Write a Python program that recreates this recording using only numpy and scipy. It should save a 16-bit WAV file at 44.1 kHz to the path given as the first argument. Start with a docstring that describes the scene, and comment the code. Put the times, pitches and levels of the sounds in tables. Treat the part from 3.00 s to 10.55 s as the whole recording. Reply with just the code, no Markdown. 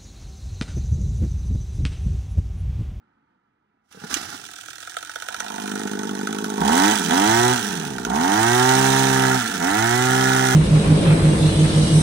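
"""A two-stroke hedge trimmer is pull-started, catches, putters unevenly and is revved four times.
Near the top of the last two revs it fires hard only every other turn (four-stroking).
The crank times the airbox puffs, muffler drone and bark, housing rasp and blade clatter.
Lone firings knock at idle; the starter cord whirrs, clicks and thuds. A faint street hum lies behind,
and all is heard through two microphone ports with short reflections off pavement and wall."""
import sys
import numpy as np
from scipy import signal
from scipy.fft import rfft, irfft, next_fast_len
from scipy.io import wavfile
from scipy.ndimage import uniform_filter1d, map_coordinates

SR = 44100
rng = np.random.default_rng(int(sys.argv[2]) if len(sys.argv) > 2 else 0)


def store_pcm(level_fs):
    """Save levels as 16-bit WAV."""
    pcm = np.round(np.clip(level_fs, -1, 1) * 32767).astype(np.int16)
    wavfile.write(sys.argv[1], SR, np.atleast_2d(pcm).T)


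N = 332955
T = np.arange(N) / SR

# Each row: throttle opens in s, shuts in s, target crank speed in Hz, spin-up time in s.
REVS = [(3.595, 3.928, 144.0, .464), (4.109, 4.546, 143.8, .424), (5.079, 6.377, 153.0, .511),
        (6.625, 7.7, 146.5, .452)]
# Four-stroking. Each row: time in s, weakening of every second firing from 0 to 1.
FOUR_STROKING = [(5.72, 0), (5.77, .6), (6.36, .6), (6.42, 0), (7.07, 0), (7.12, .55), (7.55, .45)]
# The trimmer is swung about. Each row: time in s, then muffler, housing and blade gain in dB.
SWING_GAINS = [(3.4, -1, 1.5, 2), (3.76, 1, 3, 4.5), (4.45, 0, .5, 1.5), (4.9, -4.5, -3, -2.5),
               (5.25, -2, -1, -1), (5.7, -0.5, 1.5, 2.5), (6.0, -3.5, -0.5, 2), (6.25, -3.5, 1.5, -0.5),
               (6.75, -4, 1, -1), (7.55, -4, 1, 0.5)]
# Each row: frequency in Hz, housing response in dB.
HOUSING_BODY = [(850, -48.5), (1150, 9.5), (1280, 15.5), (1450, 17), (1650, 15), (1850, 16.5), (2000, 15.5),
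                (2200, 7.5), (2450, -10), (3600, -20)]


def engine(turns, speed_hz):
    """Each turn puffs through the airbox, barks in the muffler, shakes the housing, rattles the blades."""
    # Open throttle. Each row: crank speed in Hz, then puff, bark, rasp and clatter level in dB.
    effort = [(48.3, -26.5, -28, -35.5, -38), (76.4, -27, -23.5, -26, -27.5),
              (108, -26.5, -22.5, -22.5, -24), (115, -31, -21.5, -20.5, -23.5),
              (124, -36, -22.5, -22, -23.5)]
    # Change of those four levels with the throttle shut, in dB.
    shut_db = [-2.5, -12, -5, -2.5]
    # In the first seconds the low band is almost silent, then swells in. Each row: time in s, then offsets of
    # those four levels in dB.
    opening_offsets = [(1.38, -24, -13, -11.5, -3.5), (1.86, -66, -15, -7, -4), (2.25, -35.5, -5.5, -4, -4),
                       (2.52, -10, 7.5, -3.5, -1), (2.7, 0, 4, 0.5, 1), (3.05, 1.5, 3, -3.5, -2.5)]
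    puff_db, bark_db, rasp_db, clatter_db = levels(effort, shut_db, speed_hz) + curves(opening_offsets)
    muffler_db, housing_db, blades_db = curves(SWING_GAINS)
    skip, = curves(FOUR_STROKING)
    rough = sputter(speed_hz)
    count = np.arange(np.ceil(turns[0]), turns[-1])
    turn_s, odd = np.interp(count, turns, T), count % 2
    ragged = np.interp(turn_s, T, rough)
    puff = amp(puff_db + muffler_db) * airbox_puff(turn_s, ragged)
    blow_s = jitter(turn_s, .0004 * ragged)
    slap_s = np.interp(count + .62, turns, T)
    sizes = (1 - odd * np.interp(turn_s, T, skip)) * scatter(turn_s, 1 + 1.2 * ragged)
    # Sputter and weak firings turn clean harmonics into rushing gas.
    gas_share = np.clip(.27 + .62 * rough + .3 * skip, 0, 1)
    bark = amp(bark_db + muffler_db) * muffler_bark(blow_s, sizes, gas_share)
    rasp = amp(rasp_db + housing_db) * housing_rasp(blow_s, slap_s, sizes, gas_share)
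    clatter = amp(clatter_db + blades_db) * blade_clatter(turns, turn_s, odd, ragged)
    air = amp(clatter_db - 15.5) * cooling_fan()
    running = np.interp(T, [1.3, 1.4], [0, 1])
    return running * (puff + bark + rasp + clatter + air)


def airbox_puff(turn_s, ragged):
    """Each stroke rings the airbox with a pulse and a breath of noise."""
    # Each row: frequency in Hz, response in dB.
    airbox = [(25, -92), (60, -32), (110, -15), (150, -12), (200, 7.5), (270, 1.5), (350, -4.5), (430, 1.5),
              (520, -17), (750, -49.5)]
    stroke_s = jitter(turn_s, .0007 * ragged)
    tone = ring(pulses(stroke_s, scatter(turn_s, 1 + 1.02 * ragged)), airbox)
    breath = ring(bursts(stroke_s, scatter(turn_s, spread_db=2.5), t60_s=.02, rise_s=.002), airbox)
    return steady(steady(tone) + .3 * steady(breath))


def muffler_bark(blow_s, sizes, gas_share):
    """The exhaust port opens just after each blow and vents into the muffler."""
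    # Each row: frequency in Hz, response in dB.
    muffler = [(330, -82), (480, 0), (560, -11), (650, 2.5), (730, 13.5), (800, 5.5), (900, 10.5),
               (1020, 4), (1150, 3), (1500, -42)]
    vent_s, strength = blow_s + .0028, sizes ** .6
    tone = ring(pulses(vent_s, strength), muffler)
    gas = ring(bursts(vent_s, strength, t60_s=.06, rise_s=.001), muffler)
    return blend(tone, gas, .85 * gas_share ** 1.7)


def muffler_drone(turns, speed_hz):
    """Crank orders 1-3 from the first rev on, plus half orders while four-stroking."""
    # Open throttle. Each row: crank speed in Hz, then level of orders 1, 2 and 3 in dB.
    orders = [(52, -45, -48, -24.5), (71.7, -40, -39, -25.5), (84.5, -48, -28.5, -25.5),
              (104, -43, -49, -23), (110, -29, -42, -24.5), (123.3, -26, -31.5, -22),
              (131.6, -24.5, -26, -23.5)]
    # Change of those three levels with the throttle shut, in dB.
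    shut_db = [-12, 2, -40]
    # Each row: crank order, level in dB re order 2 at full four-stroking.
    half_orders = [(.5, -18), (1.5, -1), (2.5, -11), (3.5, -8), (4.5, -20)]
    first_db, second_db, third_db = levels(orders, shut_db, speed_hz)
    muffler_db, _, _ = curves(SWING_GAINS)
    skip, = curves(FOUR_STROKING)
    rough = sputter(speed_hz)
    order = lambda k: np.sqrt(2) * np.cos(2 * np.pi * k * turns + .2 * rough * wobble(60))
    tone = sum(amp(db + (.5 + 1.5 * rough) * wobble(45)) * order(k)
               for k, db in enumerate([first_db, second_db, third_db + muffler_db], 1))
    halves = sum(amp(db + .8 * wobble(14)) * order(k) for k, db in half_orders)
    return (tone + skip * amp(second_db) * halves) * np.interp(T, [3.57, 3.62], [0, 1])


def housing_rasp(blow_s, slap_s, sizes, gas_share):
    """Each blow shakes the housing; the piston slaps it again later in the turn."""
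    tone = ring(pulses(blow_s, sizes) + .55 * pulses(slap_s, sizes), HOUSING_BODY)
    gas = ring(bursts(blow_s, sizes, t60_s=.06, rise_s=.001), HOUSING_BODY)
    gas = filtered(gas, lambda hz: 1 / (1 + ((hz - 1520) / 300) ** 2))
    return blend(tone, gas, gas_share ** .9)


def blade_clatter(turns, turn_s, odd, ragged):
    """The geared blades reverse every second turn; loose parts chatter in between."""
    clack_s = jitter(turn_s, .001 * ragged)
    sizes = (1 - .55 * odd) * scatter(turn_s, spread_db=2.5)
    clacks = bursts(clack_s, sizes, t60_s=.02, rise_s=.0008)
    loose_s = np.interp(rng.uniform(0, turns[-1], 3 * len(turn_s)), turns, T)
    chatter = bursts(loose_s, scatter(loose_s, spread_db=4), t60_s=.008)
    drive = steady(clacks) + .8 * steady(chatter) + .6 * rng.standard_normal(N)
    return steady(blade_steel(drive, ring_db=-2))


def blade_steel(x, ring_db):
    """Struck blades and gear case: a broad clash with a few short modes."""
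    # Each row: frequency in Hz, response in dB.
    clash = [(1500, -77), (2300, -1), (2700, -0.5), (3300, 1.5), (4000, -2), (4800, -6), (5400, -1),
             (6200, -1), (7300, -4), (8600, -4.5), (10700, -10.5), (12500, -16.5), (15500, -16)]
    # Each row: mode frequency in Hz, width in Hz, gain in dB.
    steel = [(3040, 37, -11), (5915, 180, -5.5), (6560, 290, -7), (8140, 1300, -19), (11060, 750, -7)]
    modes = lambda hz: sum(amp(db) * 1j * hz * width / (centre ** 2 - hz ** 2 + 1j * hz * width)
                           for centre, width, db in steel)
    return filtered(ring(x, clash), lambda hz: 1 + amp(ring_db) * modes(hz))


def cooling_fan():
    """Air rushing from the flywheel."""
    # Each row: frequency in Hz, relative level in dB.
    spectrum = [(25, -17), (70, 5.5), (130, 6.5), (180, -3), (225, -41), (300, 11.5), (400, 3), (500, -6),
                (900, -63)]
    return ring(rng.standard_normal(N), spectrum)


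def lone_firings():
    """Single combustions knock in the muffler and snap the blade drive."""
    # Each row: frequency in Hz, muffler response in dB.
    pop = [(180, -66), (350, -45), (460, -2), (550, -10.5), (690, 5), (850, -19), (1100, -21), (1300, 6),
           (1480, 6), (1800, -7.5), (2200, -11.5), (2700, -13.5), (5000, -47)]
    start_s, db, tick_db = firing_schedule()
    peak_s, sizes = start_s + .001526, amp(db) * scatter(start_s, spread_db=3.6)
    knock = 4.2 * pulses(peak_s, sizes) + .12 * bursts(peak_s, sizes, t60_s=.035, rise_s=.0018)
    snap = bursts(peak_s, sizes * amp(tick_db - 1.5), t60_s=.011, rise_s=.0007)
    return amp(4) * ring(knock, pop) + blade_steel(snap, ring_db=5)


def firing_schedule():
    """Time, level and tick offset of each lone firing."""
    # Evenly spaced runs. Each row: first in s, last in s, count, relative level in dB, tick offset in dB.
    runs = [(1.488, 1.732, 6, -36.5, -3.5), (1.782, 1.873, 3, -27, -6), (1.967, 1.967, 1, -17.5, -6.5),
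            (2.027, 2.027, 1, -28.5, -1.5), (2.094, 2.285, 4, -19, -5.5), (2.343, 2.402, 2, -19.5, -3),
            (2.463, 2.501, 2, -24.5, -6), (2.658, 2.716, 2, -21.5, -3.5), (2.756, 2.933, 4, -22.5, -6.5),
            (3.032, 3.271, 5, -23, -4.5), (3.327, 3.5, 4, -23.5, -0.5), (4.982, 4.982, 1, -22.5, -5.5),
            (5.049, 5.1, 2, -24.5, -1.5)]
    return np.transpose([(s, db, tick_db) for first, last, count, db, tick_db in runs
                         for s in np.linspace(first, last, round(count))])


def crank_speed():
    """Speed in Hz: each squeeze spins the engine up against drag, then it coasts down."""
    # Start and idle. Each row: time in s, crank speed in Hz.
    idle = [(1.05, 36), (1.5, 41), (1.87, 44), (2.1, 46.5), (2.35, 50.5), (3.55, 51)]
    sag_hz_per_s, coast_hz, coast_s = 17.94, 25.32, .432
    speed_hz, = curves(idle)
    for open_s, shut_s, target_hz, spin_s in REVS:
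        start = np.arctanh(min(np.interp(open_s, T, speed_hz) / target_hz, .99))
        held_s = np.clip(T, open_s, shut_s) - open_s
        climb_hz = target_hz * np.tanh(start + held_s / spin_s) - sag_hz_per_s * held_s
        decay = np.exp(-np.maximum(T - shut_s, 0) / coast_s)
        speed_hz = np.where(T > open_s, coast_hz + (climb_hz - coast_hz) * decay, speed_hz)
    return speed_hz


def crank_angle(speed_hz):
    """Angle in turns, nudged so that each lone firing falls on a whole turn."""
    turns = np.cumsum(speed_hz * (1 + .0015 * wobble(20))) / SR
    fired_s = firing_schedule()[0]
    at = np.interp(fired_s, T, turns)
    whole = np.round(at[0]) + np.cumsum(np.round(np.diff(at, prepend=at[0])))
    return turns + np.interp(T, fired_s, whole - at)


def throttle():
    """Engine pull, 0-1: it builds just ahead of each rev and lingers after it."""
    lead_s, build_s, linger_s, fade_s = .017, .055, .011, .089
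    rise = lambda open_s: .5 + (T - open_s + lead_s) / build_s
    fall = lambda shut_s: .5 - (T - shut_s - linger_s) / fade_s
    return sum(np.clip(np.minimum(rise(open_s), fall(shut_s)), 0, 1) for open_s, shut_s, _, _ in REVS)


def sputter(speed_hz):
    """Raggedness, 0-1: even when pulling hard, rough at idle or while slowing."""
    return np.maximum(1 - throttle(), np.interp(speed_hz, [55, 85], [1, 0]))


def levels(table, shut_db, speed_hz):
    """Each layer's dB at the crank speed, offset while the throttle is shut."""
    speeds, *cols = np.transpose(table)
    shut = 1 - throttle()
    return np.array([np.interp(speed_hz, speeds, col) + db * shut for col, db in zip(cols, shut_db)])


def recoil_starter():
    """The cord whirrs on its reel, the pawls click and compression thuds in the crankcase."""
    # Each row: time in s, relative level in dB.
    cord = [(0.8, -104), (0.9, -62.5), (0.922, -53), (1.05, -43.5), (1.072, -41.5), (1.112, -31.5),
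            (1.354, -37), (1.42, -49), (1.8, -74)]
    pawls = [(0.9247, -39), (1.043, -50), (1.1411, -10), (1.302, -29.5)]
    compressions = [(0.947, -35), (0.973, -32.5), (1.018, -30), (1.039, -23), (1.046, -34)]
    # Each row: frequency in Hz, response in dB.
    reel = [(25, -54), (80, -3), (170, -10), (290, -0.5), (500, -14.5), (800, -3), (1100, -6), (1450, 0),
            (2200, -12), (3200, -8), (4600, -10), (5700, -7), (7500, -14), (10500, -17.5), (15500, -28)]
    crankcase = [(40, -48), (110, -7), (210, 5), (330, -14), (450, -1), (600, -13), (860, -5), (1100, -17),
                 (1450, -6), (3000, -43)]
    cord_db, = curves(cord)
    whirr = amp(cord_db + 2.9 * wobble(130)) * ring(rng.standard_normal(N), reel)
    click_s, click_db = np.transpose(pawls)
    snap = bursts(click_s + .00091, amp(click_db), t60_s=.017, rise_s=.001)
    clicks = amp(-3) * blade_steel(snap, ring_db=4) + amp(-13) * ring(snap, HOUSING_BODY)
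    thud_s, thud_db = np.transpose(compressions)
    thuds = 5 * pulses(thud_s, amp(thud_db)) + .24 * bursts(thud_s, amp(thud_db), t60_s=.1, rise_s=.0011)
    return whirr + clicks + ring(thuds, crankcase)


def street_hum():
    """Faint, low, wavering noise."""
    # Each row: frequency in Hz, relative level in dB.
    spectrum = [(24, -66), (40, -19), (234, -9), (264, -7), (539, -23), (809, -14.5), (1160, -16),
                (1300, -13), (2430, -28.5), (12000, -61), (15600, -80), (22000, -120)]
    level_db = np.interp(T, [0, .7], [-66, -71]) + .57 * wobble(12.2)
    return amp(level_db) * ring(rng.standard_normal(N), spectrum)


def reflections(x, t60_s, size=2048, count=12):
    """Pavement and wall scatter a short tail, unlike at each ear, that shifts as the head moves."""
    tails = rng.standard_normal((count, 2, size)) * amp(-60 * T[:size] / t60_s) * (T[:size] > .002)
    place = T / T[-1] * (count - 1)
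    near = lambda k: np.sqrt(np.maximum(1 - np.abs(place - k), 0))
    wet = sum(signal.oaconvolve((x * near(k))[None], tail / np.linalg.norm(tail[0]), axes=1)[:, :N]
              for k, tail in enumerate(tails))
    return filtered(wet, lambda hz: hz ** 2 / (hz ** 2 + 450 ** 2))


def microphone_ports(hz):
    """Left and right response; the left port is muffled in the mid treble."""
    # Each row: frequency in Hz, left minus right in dB, left phase lead in radians.
    balance = [(130, -3, -.5), (300, 0, -.6), (430, 0, -1.1), (650, -11, -3.1), (800, -9, -1.5),
               (1020, -3, -2.5), (1350, -1, -6.5), (2100, -8, -6.9), (2800, -8, -9.5), (3700, -11, -11.6),
               (4400, -27, -11.9), (5000, -16, -14.5), (5600, -27, -14.3), (6300, -18, -12.1),
               (8600, -18, -6.3), (9850, -1, -3.2), (10800, 0, 0), (12700, 0, 3.1), (14700, 0, 6.3)]
    ratio, lead_rad = amp(along(balance, hz)), along(balance, hz, column=2)
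    return np.array([ratio * np.exp(1j * lead_rad), np.ones_like(ratio)]) * np.sqrt(2 / (1 + ratio ** 2))


def amp(db):
    """Decibels to gain."""
    return 10 ** (np.asarray(db) / 20)


def along(rows, hz, column=1):
    """One column read on a log-frequency axis."""
    table = np.transpose(rows)
    return np.interp(np.log(hz + 1), np.log(table[0] + 1), table[column])


def curves(rows):
    """One value per sample for each column after the time."""
    time_s, *cols = np.transpose(rows)
    return [np.interp(T, time_s, col) for col in cols]


def wobble(knots_per_s):
    """A smooth random curve."""
    return map_coordinates(rng.standard_normal(int(N * knots_per_s / SR) + 4), [T * knots_per_s])


def filtered(x, response):
    """x through a complex frequency response."""
    size = next_fast_len(N + SR // 2)
    return irfft(rfft(x, size) * response(np.fft.rfftfreq(size, 1 / SR)), size)[..., :N]


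def ring(x, colour, size=4096):
    """x through a minimum-phase, unit-energy body of the given colour."""
    cepstrum = irfft(np.log(amp(along(colour, np.fft.rfftfreq(size, 1 / SR)))))
    cepstrum[1:size // 2] *= 2
    cepstrum[size // 2 + 1:] = 0
    response = irfft(np.exp(rfft(cepstrum)))
    return signal.fftconvolve(x, response / np.linalg.norm(response))[:N]


def steady(x, size=3500):
    """x held at rms 1 over a few crank turns."""
    power = uniform_filter1d(uniform_filter1d(x ** 2, size), size)
    return x / np.sqrt(np.abs(power) + np.mean(x ** 2) / 1000)


def blend(tone, gas, gas_share):
    """Equal-power mix."""
    return np.sqrt(1 - gas_share) * steady(tone) + np.sqrt(gas_share) * steady(gas)


def pulses(times_s, sizes):
    """Impulses placed between samples."""
    at = np.clip(times_s * SR, 0, N - 2)
    i = at.astype(int)
    return np.bincount(i, sizes * (1 - at + i), N) + np.bincount(i + 1, sizes * (at - i), N)


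def bursts(times_s, sizes, t60_s, rise_s=.00033):
    """Noise that swells up to each time and dies away after it."""
    lead = SR // 100
    t = T[:SR // 8] - T[lead]
    shape = np.exp(np.minimum(t, 0) / rise_s) * amp(-60 * np.maximum(t, 0) / t60_s)
    return signal.fftconvolve(pulses(times_s, sizes), shape)[lead:lead + N] * rng.standard_normal(N)


def scatter(times_s, spread_db):
    """A random size for each blow."""
    return amp(spread_db * rng.standard_normal(len(times_s)))


def jitter(times_s, spread_s):
    """Each time shifted at random."""
    return times_s + spread_s * rng.standard_normal(len(times_s))


def scene():
    """The trimmer over the street hum, heard through both ports."""
    speed_hz = crank_speed()
    turns = crank_angle(speed_hz)
    machine = engine(turns, speed_hz) + lone_firings() + recoil_starter()
    street = street_hum()
    reflected = amp(-6) * reflections(machine + street, t60_s=.06)
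    return filtered(muffler_drone(turns, speed_hz) + machine + street + reflected, microphone_ports)


def record(dry):
    """A steep low-pass."""
    cutoff_hz, edge_hz = 15900, 300
    return filtered(dry, lambda hz: np.clip((cutoff_hz - hz) / edge_hz + .5, 0, 1))


dry = scene()
out = record(dry)
store_pcm(out)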